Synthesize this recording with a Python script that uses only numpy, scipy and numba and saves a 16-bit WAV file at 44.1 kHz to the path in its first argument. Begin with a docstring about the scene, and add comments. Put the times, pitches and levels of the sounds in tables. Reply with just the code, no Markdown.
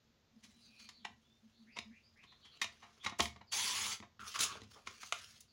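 """A plastic paper trimmer on a wooden desk in a small room; faint birds, and a soft low hum comes and goes.
First the clear rail is gripped and swung over in short clacks, then the carriage slides dully to its stop.
The rail snaps home; the blade rasps through the sheet, its rail resonance climbing, and stops.
A hand bumps the base; the offcut rubs, judders and snaps as it is drawn out and laid aside.
Contacts are noise bursts ringing damped modes; rubbing is coloured random slips; birds are gliding sines."""
import sys
import numpy as np
from scipy import signal
from scipy.fft import rfft, irfft
from scipy.io import wavfile
from scipy.ndimage import map_coordinates
from numba import njit

SR = 44100
rng = np.random.default_rng(int(sys.argv[2]) if len(sys.argv) > 2 else 0)


def dump(signal):
    """Clip the signal to [-1, 1] and save it as 16-bit WAV at the path in sys.argv[1]."""
    limited = np.clip(np.atleast_2d(signal).T, -1, 1)
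    pcm = np.round(limited * 32767).astype(np.int16)
    wavfile.write(sys.argv[1], SR, pcm)


N = 243431
T = np.arange(N) / SR


def amp(db):
    """Decibels to gain."""
    return 10 ** (np.asarray(db) / 20)


def unit(x):
    """Scale to rms 1."""
    return x / np.sqrt(np.mean(x ** 2))


def walk(rate_hz):
    """Slow random curve of rms 1: straight lines between rate_hz random points per second."""
    return unit(np.interp(T * rate_hz, np.arange(N), rng.standard_normal(N)))


def envelope(start_s, hold_s, rise_s, fade_s):
    """Gain that rises exponentially to 1 at start_s, holds, and dies away exponentially."""
    before_s = np.minimum(T - start_s, 0)
    after_s = np.maximum(T - start_s - hold_s, 0)
    return np.exp(before_s / rise_s - after_s / fade_s)


def grains(rate_hz, spread_db):
    """Dense tiny slips of uneven size, at rms 1."""
    hits = rng.random(N) < rate_hz / SR
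    return unit(hits * rng.standard_normal(N) * amp(spread_db * rng.standard_normal(N)))


def through(x, response):
    """Pass a sound through an impulse response."""
    return signal.fftconvolve(x, response)[:N]


def colour(points, tilt_db_per_octave=0, size=2048):
    """Minimum-phase response of unit energy with this spectrum, tilted above 512 Hz."""
    hz, level_db = np.transpose(points)
    octave = np.log2(np.maximum(np.arange(size // 2 + 1) * SR / size, 10))
    gain_db = np.interp(octave, np.log2(hz), level_db) + tilt_db_per_octave * np.maximum(octave, 9)
    cepstrum = irfft(np.log(amp(gain_db)))
    # fold the cepstrum to make the response causal
    cepstrum[1:size // 2] *= 2
    cepstrum[size // 2 + 1:] = 0
    response = irfft(np.exp(rfft(cepstrum)))
    return response / np.linalg.norm(response)


def ring(modes, detune=0):
    """Unit-energy sum of damped modes; detune is the random relative pitch spread, as parts seat differently."""
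    t, y = T[:SR // 2], 0
    for hz, level_db, t60_s in modes:
        hz = hz * (1 + detune * rng.standard_normal())
        decay = np.exp(-np.log(1000) * t / t60_s)
        y = y + amp(level_db) * decay * np.sin(2 * np.pi * hz * t) * rng.choice([-1, 1])
    return y / np.linalg.norm(y)


def resonate(x, modes):
    """Parallel resonances (pitch_hz, width_hz, level_db), at rms 1."""
    bands = (amp(level_db) * signal.lfilter(*signal.iirpeak(hz, hz / width_hz, SR), x)
             for hz, width_hz, level_db in modes)
    return unit(sum(bands))


@njit
def sweep(x, hz, width_hz):
    """State-variable band-pass whose centre moves."""
    y, band, low = np.empty(len(x)), 0., 0.
    for i in range(len(x)):
        g, k = np.tan(np.pi * hz[i] / SR), width_hz / hz[i]
        v = (band + g * (x[i] - low)) / (1 + g * (g + k))
        band, low, y[i] = 2 * v - band, low + 2 * g * v, k * v
    return y


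def brighten(x, bright_db, split_hz):
    """Trade lows for highs: positive values brighten the rub, negative ones dull it."""
    low = signal.sosfilt(signal.butter(1, split_hz, fs=SR, output="sos"), x)
    return low * amp(-bright_db / 2) + (x - low) * amp(bright_db / 2)


def patchy(x, depth_db, rate_hz, patch_hz):
    """As the contact shifts, patches of the spectrum swell and fade on their own; rms 1."""
    hz, s, bands = signal.stft(x, SR, nperseg=512)
    places = np.meshgrid(hz / patch_hz, s * rate_hz, indexing="ij")
    field = map_coordinates(rng.standard_normal((300, 900)), places, order=1, mode="mirror")
    return unit(signal.istft(bands * amp(depth_db * unit(field)), SR)[1][:N])


def tail(t60_s, treble_t60_s, build_s, split_hz=7500):
    """Diffuse noise echoes of unit energy; the top treble dies first."""
    t, y = T[:SR], 0
    for side, seconds in [("low", t60_s), ("high", treble_t60_s)]:
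        split = signal.butter(4, split_hz, side, fs=SR, output="sos")
        band = signal.sosfilt(split, rng.standard_normal(SR))
        y = y + band * np.exp(-np.log(1000) * t / seconds) * (1 - np.exp(-(t / build_s) ** 2))
    return y / np.linalg.norm(y)


# air spectrum: [pitch_hz, level_db]
AIR_SPECTRUM = [(15, -71.5), (25, -4), (86, -0.5), (165, 1), (222, -13.5), (316, -5), (812, -11.5),
                (2810, -15.5), (3580, -12.5), (5520, -17), (6850, -19), (8270, -37), (10300, -41),
                (13400, -28), (15800, -42.5)]
AIR_DB = -76
# swells of the hum: [start_s, hold_s, level_db]
HUM_SWELLS = [(0.349, 0.033, -66.5), (0.434, 0.069, -64), (0.563, 0.032, -67), (0.654, 0.058, -68.5),
              (0.815, 0.051, -70), (0.987, 0.048, -70), (1.077, 0.11, -72), (1.43, 0.038, -67),
              (1.582, 0.13, -67.5), (1.863, 0.057, -61.5)]
HUM_HZ, HUM_WIDTH_HZ, HUM_REST_DB, HUM_RISE_S, HUM_FADE_S = 224.3, 26, -81, 0.0084, 0.022


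def room_tone():
    """Noise shaped into quiet air, a deep rumble and a narrow low hum that swells and fades."""
    air = unit(through(rng.standard_normal(N), colour(AIR_SPECTRUM, size=8192)))
    air = air * amp(AIR_DB + .5 * walk(0.84))
    hum_mode = [(HUM_HZ, HUM_WIDTH_HZ, 0)]
    hum = resonate(resonate(rng.standard_normal(N), hum_mode), hum_mode)
    swells = sum(amp(level_db) * envelope(start_s, hold_s, HUM_RISE_S, HUM_FADE_S)
                 for start_s, hold_s, level_db in HUM_SWELLS)
    hum = hum * np.hypot(amp(HUM_REST_DB), swells)
    rumble = resonate(resonate(rng.standard_normal(N), [(83.5, 63, 0)]), [(89, 99, 0)])
    return air + hum + rumble * amp(-78.5 + 2 * walk(0.43))


# one bird's repeated rising call: [start_s]
CALL_STARTS = [1.666, 1.909, 2.155]
CALL_S, CALL_START_HZ, CALL_END_HZ, CALL_DB, CALL_TRILL_DEPTH_HZ = .085, 1650, 2620, -66, 255
# whistles of other birds: [start_s, length_s, start_hz, end_hz, level_db, trill_depth_hz]
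WHISTLES = [(0.482, .27, 4000, 3910, -74.5, 90), (.61, 0.084, 4730, 4200, -64.5, 440),
            (0.662, 0.25, 2580, 2393, -70, 142), (0.754, 0.14, 4190, 4450, -63, 293),
            (.92, 0.072, 4530, 4230, -65.5, 250), (0.986, 0.062, 3740, 3375, -71, 348),
            (1.235, 0.136, 3390, 3605, -76, 30), (1.521, .12, 3700, 4250, -73, 430),
            (1.719, .1, 4730, 5060, -65, 250), (2.027, .075, 4580, 4970, -70.5, 200),
            (2.265, 0.085, 3910, 3830, -63.5, 400), (2.425, 0.08, 3184, 3280, -62.5, 171),
            (2.408, .06, 4070, 4200, -65.5, 410), (2.513, .05, 4340, 4080, -63.5, 300),
            (2.996, 0.11, 3310, 3600, -59.5, 240), (3.468, 0.075, 4900, 4300, -65.5, 250),
            (5.477, 0.047, 4930, 4380, -71, 250)]


def birds():
    """Sines with a rough trill that glide and level off, blurred on their way indoors."""
    out = np.zeros(N)
    trill_rate_hz = 140 * amp(3 * walk(120))
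    trill = np.sin(2 * np.pi * np.cumsum(trill_rate_hz) / SR)
    calls = [(start_s, CALL_S, CALL_START_HZ, CALL_END_HZ, CALL_DB, CALL_TRILL_DEPTH_HZ)
             for start_s in CALL_STARTS]
    for start_s, length_s, start_hz, end_hz, level_db, trill_depth_hz in calls + WHISTLES:
        on = (T > start_s) & (T < start_s + length_s)
        progress = (T[on] - start_s) / length_s
        glide_hz = start_hz + (end_hz - start_hz) * np.sin(np.pi / 2 * progress)
        hz = glide_hz + trill_depth_hz * trill[on]
        swell = np.sqrt(np.sin(np.pi * progress))
        out[on] += amp(level_db) * swell * np.sin(2 * np.pi * np.cumsum(hz) / SR)
    return out + through(out, tail(t60_s=0.3, treble_t60_s=0.25, build_s=0.0037))


# rub spectrum: [pitch_hz, level_db]
RUB_SPECTRUM = [(59, -53.5), (100, -8), (259, -18.5), (450, -7), (580, -18.5), (717, -8), (797, -21.5),
                (1190, -6), (1940, -7), (2670, -2.5), (6490, -3.5), (8020, -15.5), (10100, -12),
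                (13100, -27.5), (15800, -16.5)]
# sheet shifted under the hand, carriage slid dully along the rail, offcut drawn out and laid aside:
# [full_level_s, hold_s, rise_s, fade_s, level_db, bright_db]
RUBS = [(.45, 0.33, .05, .05, -79, 12), (0.803, 0.027, .025, 0.036, -62.5, -1.5),
        (.95, 1.6, .05, 0.27, -82.5, -5.5), (2.57, 0.53, .15, .05, -70.5, -14),
        (4.199, 0.074, .0006, .03, -65.5, 11), (4.264, 0.15, .01, .03, -56.5, 12),
        (4.402, 0.024, .012, 0.024, -36, -1), (4.478, 0.052, .02, 0.052, -51.5, -20),
        (4.717, 0.055, 0.022, 0.048, -62.5, -5.5), (4.87, 0.012, .006, 0.17, -55.5, -7.5),
        (5.012, 0.057, .015, 0.05, -58.5, 7.5), (5.144, 0.035, 0.011, 0.097, -60, 11.5),
        (5.296, 0.076, 0.046, 0.035, -69, 12)]


def rubbing():
    """Sheet and sliding carriage rub in uneven slips; each move swells, holds and dies away."""
    rub = through(grains(rate_hz=9000, spread_db=-1.5), colour(RUB_SPECTRUM))
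    rub = patchy(rub, depth_db=3, rate_hz=35, patch_hz=400)
    gains = [amp(level_db) * envelope(full_level_s, hold_s, rise_s, fade_s)
             for full_level_s, hold_s, rise_s, fade_s, level_db, _ in RUBS]
    powers = np.array(gains) ** 2 + 1e-20
    power = powers.sum(axis=0)
    # brightness averaged over the moves, weighted by power
    bright_db = np.array(RUBS)[:, -1] @ powers / power
    return brighten(rub, bright_db, split_hz=1260) * np.sqrt(power) * amp(2.3 * walk(110))


# sheet edge juddering over the base: [start_s, hold_s, level_db, resonance_hz]
JUDDERS = [(4.194, 0.056, -52.5, 1343), (4.344, 0.17, -52.5, 1243), (5.155, 0.088, -65.5, 1620)]
JUDDER_RISE_S, JUDDER_FADE_S, JUDDER_SAG_OCTAVES_PER_S, JUDDER_OCTAVE_DB = .0005, 0.039, 0.64, -15


def sheet_edge():
    """The dragged edge judders in a resonance and its octave, which sag as more of the sheet hangs free."""
    gain, hz = 0, JUDDERS[0][-1]
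    for start_s, hold_s, level_db, resonance_hz in JUDDERS:
        gain = gain + amp(level_db) * envelope(start_s, hold_s, JUDDER_RISE_S, JUDDER_FADE_S)
        sagging_hz = resonance_hz * 2 ** (-JUDDER_SAG_OCTAVES_PER_S * (T - start_s))
        hz = np.where(T < start_s, hz, sagging_hz)
    hz = hz * amp(0.14 * walk(60))
    slips = grains(rate_hz=3000, spread_db=4)
    lower = unit(sweep(sweep(slips, hz, 400.), hz, 400.))
    upper = unit(sweep(sweep(slips, 2 * hz, 400.), 2 * hz, 400.))
    return gain * (lower + amp(JUDDER_OCTAVE_DB) * upper)


# rail and base: [pitch_hz, level_db, t60_s]
RAIL_MODES = [(707, 11.5, 0.15), (840, -10, 0.13), (980, 12, 0.039), (1208, 7, 0.14), (1733, 2, 0.028),
              (1964, 3.5, .09), (2140, -13.5, 0.1), (2210, 3, 0.19), (2660, -1.5, 0.1), (3160, 12, 0.034),
              (3420, -30, .12), (3850, 21, 0.065), (4220, 7.5, 0.15), (4240, 6, .09), (6900, 2, 0.13)]
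# desk top, also under the blade: [pitch_hz, level_db, t60_s]
DESK_MODES = [(76.4, -4, 0.41), (102, -0.5, 0.24), (125, -14, 0.7), (198, -0.5, 0.055), (207.6, 2.5, 0.22),
              (234.5, 0, 0.13), (298.5, -6, 0.16), (364, -2, 0.048), (429, -2, 0.1)]


def blows(rows, spectrum, ring_db):
    """Parts scrape, meet in one hard contact and chatter out; this rings the rail and thumps the desk."""
    out, lead = np.zeros(N + SR), SR // 30
    ms = (np.arange(SR // 7) - lead) * 1000 / SR
    for contact_s, level_db, scrape_ms, decay_ms, tilt_db_per_octave, thump_db in rows:
        fade = np.exp(np.where(ms < 0, ms / scrape_ms, -ms / decay_ms))
        force = rng.standard_normal(len(ms)) * fade
        force[lead] += 1.9  # hard contact
        crack = signal.fftconvolve(force, colour(spectrum, tilt_db_per_octave))
        crack /= np.linalg.norm(crack)
        body = signal.fftconvolve(crack, ring(RAIL_MODES, detune=.02))
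        body *= amp(ring_db) / np.linalg.norm(body)
        body[:len(crack)] += crack
        thump = amp(thump_db) * ring(DESK_MODES, detune=.03)
        body[lead:lead + len(thump)] += thump
        start = int(contact_s * SR) - lead
        # longer bursts carry more energy
        out[start:start + len(body)] += amp(level_db) * np.linalg.norm(fade) * body
    return out[:N]


# sheet spectrum: [pitch_hz, level_db]
SHEET_SPECTRUM = [(100, -33), (300, -22), (520, -14.5), (950, -6), (1250, 3.5), (1700, -3.5), (2150, 1.5),
                  (4000, -4), (6800, -3.5), (8300, -17.5), (10200, -14.5), (13000, -41), (15300, -30.5)]
# snaps and flaps; level before burst-energy scaling, thump relative to the crack:
# [contact_s, level_db, scrape_ms, decay_ms, tilt_db_per_octave, thump_db]
SNAPS = [(4.360, -36, 5.2, 5.3, -2, -25), (4.392, -32.5, 1.5, 4.7, 4, -21),
         (4.407, -31.5, 0.74, 26, 12.5, -24), (4.439, -31.5, 11, 12, 7.5, -26.5),
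         (4.555, -48.5, 0.86, 6.9, -13, -5.5), (4.762, -58, 4, 28, -13.5, -24),
         (4.874, -37.5, 2.2, 3.8, -3, -17), (5.032, -43, 1.4, 6.5, -2.5, -18),
         (5.073, -59, 3.4, 6.2, 7, -30), (5.1245, -24, 0.55, 1.96, -1.5, -48),
         (5.129, -33, 0.4, 1.4, -2, -36), (5.408, -50.5, 2.3, 4.8, 13, -38)]


def sheet_snaps():
    """The sheet snaps and flaps in crackling bursts that ring the rail weakly."""
    return blows(SNAPS, SHEET_SPECTRUM, ring_db=-16.5)


# plastic spectrum: [pitch_hz, level_db]
PLASTIC_SPECTRUM = [(25, -45.5), (70, -32), (200, -12.5), (480, -21), (730, -11), (1080, 1), (1500, -8),
                    (1900, 2), (3400, -1), (6800, -5), (8400, -18), (10200, -15), (13000, -33),
                    (15300, -31)]
# rail swung over, carriage drawn back, rail pressed home, stroke end and hand bumps; levels as for snaps:
# [contact_s, level_db, scrape_ms, decay_ms, tilt_db_per_octave, thump_db]
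KNOCKS = [ (0.442, -56.5, 6.4, 14, 2.5, -35), (0.801, -56.5, 4, 9, 1, -34),
          (0.890, -48, 0.74, 7.2, 0.5, -22), (1.0515, -37, 1.8, 4.9, -4.5, -26),
          (1.105, -63.5, 4.8, 4.5, -8, 6.5), (1.770, -43, 4.2, 9.5, -5, -36),
          (1.788, -33.5, 0.39, 3.16, -2, -14.5), (2.240, -58.5, 6.5, 8.6, -3, -6.5),
          (2.324, -63, 4.8, 15, -5, -25), (2.454, -61, 5, 18, -2, -15), (2.616, -28.5, .44, 9, -0.5, -31),
          (2.630, -47, 1.7, 3.2, 12, -17), (2.644, -35, 2, 3.4, -1, -18), (2.830, -54, 6, 26, -6.5, -14),
          (3.051, -40, 6.4, 3.9, 0, -11.5), (3.063, -30.5, 0.94, 8.7, -4.5, -14),
          (3.097, -45, 2, 5.5, -1, -17), (3.124, -46.5, 2.5, 8.6, -11, -25),
          (3.191, -40.5, 2.1, 7.1, 7, -30), (3.1985, -26, 2.5, 4.2, -9.5, -8.5),
          (3.2045, -20.5, 1.1, 2.4, 0, -10), (3.222, -41, 1.7, 23, 10, -14),
          (3.2567, -31.5, 0.77, 1.8, -0.5, -10.5), (3.362, -53, 1.4, 7.2, -6.5, -2),
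          (3.414, -52, 2.8, 6, -11, -8), (4.002, -47, .3, 2.2, -3.5, 4.5),
          (4.026, -49.5, 0.64, 11, -9, -14), (4.195, -51, 0.17, 1.5, -4, 1),
          (4.222, -62.5, 1.4, 2.9, 2.5, 13), (4.618, -49, 0.35, 2.5, -2.5, 6),
          (4.635, -57.5, .8, 6.4, 1, 3.5)]


def trimmer_knocks():
    """Plastic parts clack together, ring the rail and base, and thump the desk."""
    return blows(KNOCKS, PLASTIC_SPECTRUM, ring_db=-9.0)


# fibre rasp spectrum: [pitch_hz, level_db]
CUT_SPECTRUM = [(35, -42), (60, -9), (211, -12.5), (345, -15), (436, -8.5), (632, -18.5), (940, -2),
                (1500, -7), (3310, -0.5), (5160, -2), (6510, 3), (8220, -9), (9910, -7.5), (13100, -24.5),
                (15800, -11)]
# carriage resonances: [pitch_hz, width_hz, level_db]
CARRIAGE_MODES = [(2240, 660, 6), (2970, 120, -4), (3354, 170, 4.5), (4600, 190, 5), (6330, 300, -10),
                  (10000, 400, 1)]
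CUT_START_S, CUT_HOLD_S, CUT_RISE_S, CUT_FADE_S = 3.523, 0.41, 0.0028, 0.017
CUT_ENDS_DB, CUT_ARCH_DB = -42.5, 2  # push gain at the ends, extra in mid-stroke
CUT_BRIGHT_DB, CUT_DULLING_DB = 4, 5.5  # brightness at first, its loss by the end
RAIL_START_HZ, RAIL_END_HZ = 850, 1310


def blade():
    """The blade parts fibres in a dense rasp; the rail resonance climbs with the carriage, the desk rumbles."""
    travel = np.clip((T - CUT_START_S) / CUT_HOLD_S, 0, 1)
    push = amp(CUT_ENDS_DB + CUT_ARCH_DB * np.sin(np.pi * travel) + .5 * walk(90))
    push = push * envelope(CUT_START_S, CUT_HOLD_S, CUT_RISE_S, CUT_FADE_S)
    rasp = through(grains(rate_hz=14000, spread_db=0.0), colour(CUT_SPECTRUM))
    rasp = patchy(rasp, depth_db=3, rate_hz=45, patch_hz=260)
    # the carriage rocks, so each of its resonances swells on its own
    carriage = 0
    for mode in CARRIAGE_MODES:
        swell = amp(mode[2] + 3.5 * walk(35))
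        carriage = carriage + swell * resonate(grains(rate_hz=10000, spread_db=-0.5), [mode])
    carriage = unit(carriage)
    rail_hz = RAIL_START_HZ * (RAIL_END_HZ / RAIL_START_HZ) ** travel * amp(0.36 * walk(30))
    rail = unit(sweep(grains(rate_hz=6000, spread_db=2.5), rail_hz, 54.0))
    rumble = through(grains(rate_hz=680, spread_db=-0.5), ring(DESK_MODES))
    bright_db = CUT_BRIGHT_DB - CUT_DULLING_DB * travel
    grit = brighten(rasp + amp(-4) * carriage, bright_db, split_hz=670)
    return push * (grit + amp(-12.5) * rail + amp(-26.5) * rumble)


def scene():
    """Everything on the desk shares one small room; both channels are alike."""
    near = rubbing() + sheet_edge() + sheet_snaps() + trimmer_knocks() + blade()
    # small things radiate little deep bass
    near = signal.sosfilt(signal.butter(4, 58, "high", fs=SR, output="sos"), near)
    echoes = through(near, tail(t60_s=0.24, treble_t60_s=0.15, build_s=0.0052))
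    mono = room_tone() + birds() + near + amp(-10) * echoes
    return np.array([mono, mono])


TOP_HZ = 15900


def record(dry):
    """The phone cuts the top: a steep elliptic low-pass."""
    return signal.sosfilt(signal.ellip(10, .2, 70, TOP_HZ, fs=SR, output="sos"), dry)


dry = scene()
out = record(dry)
dump(out)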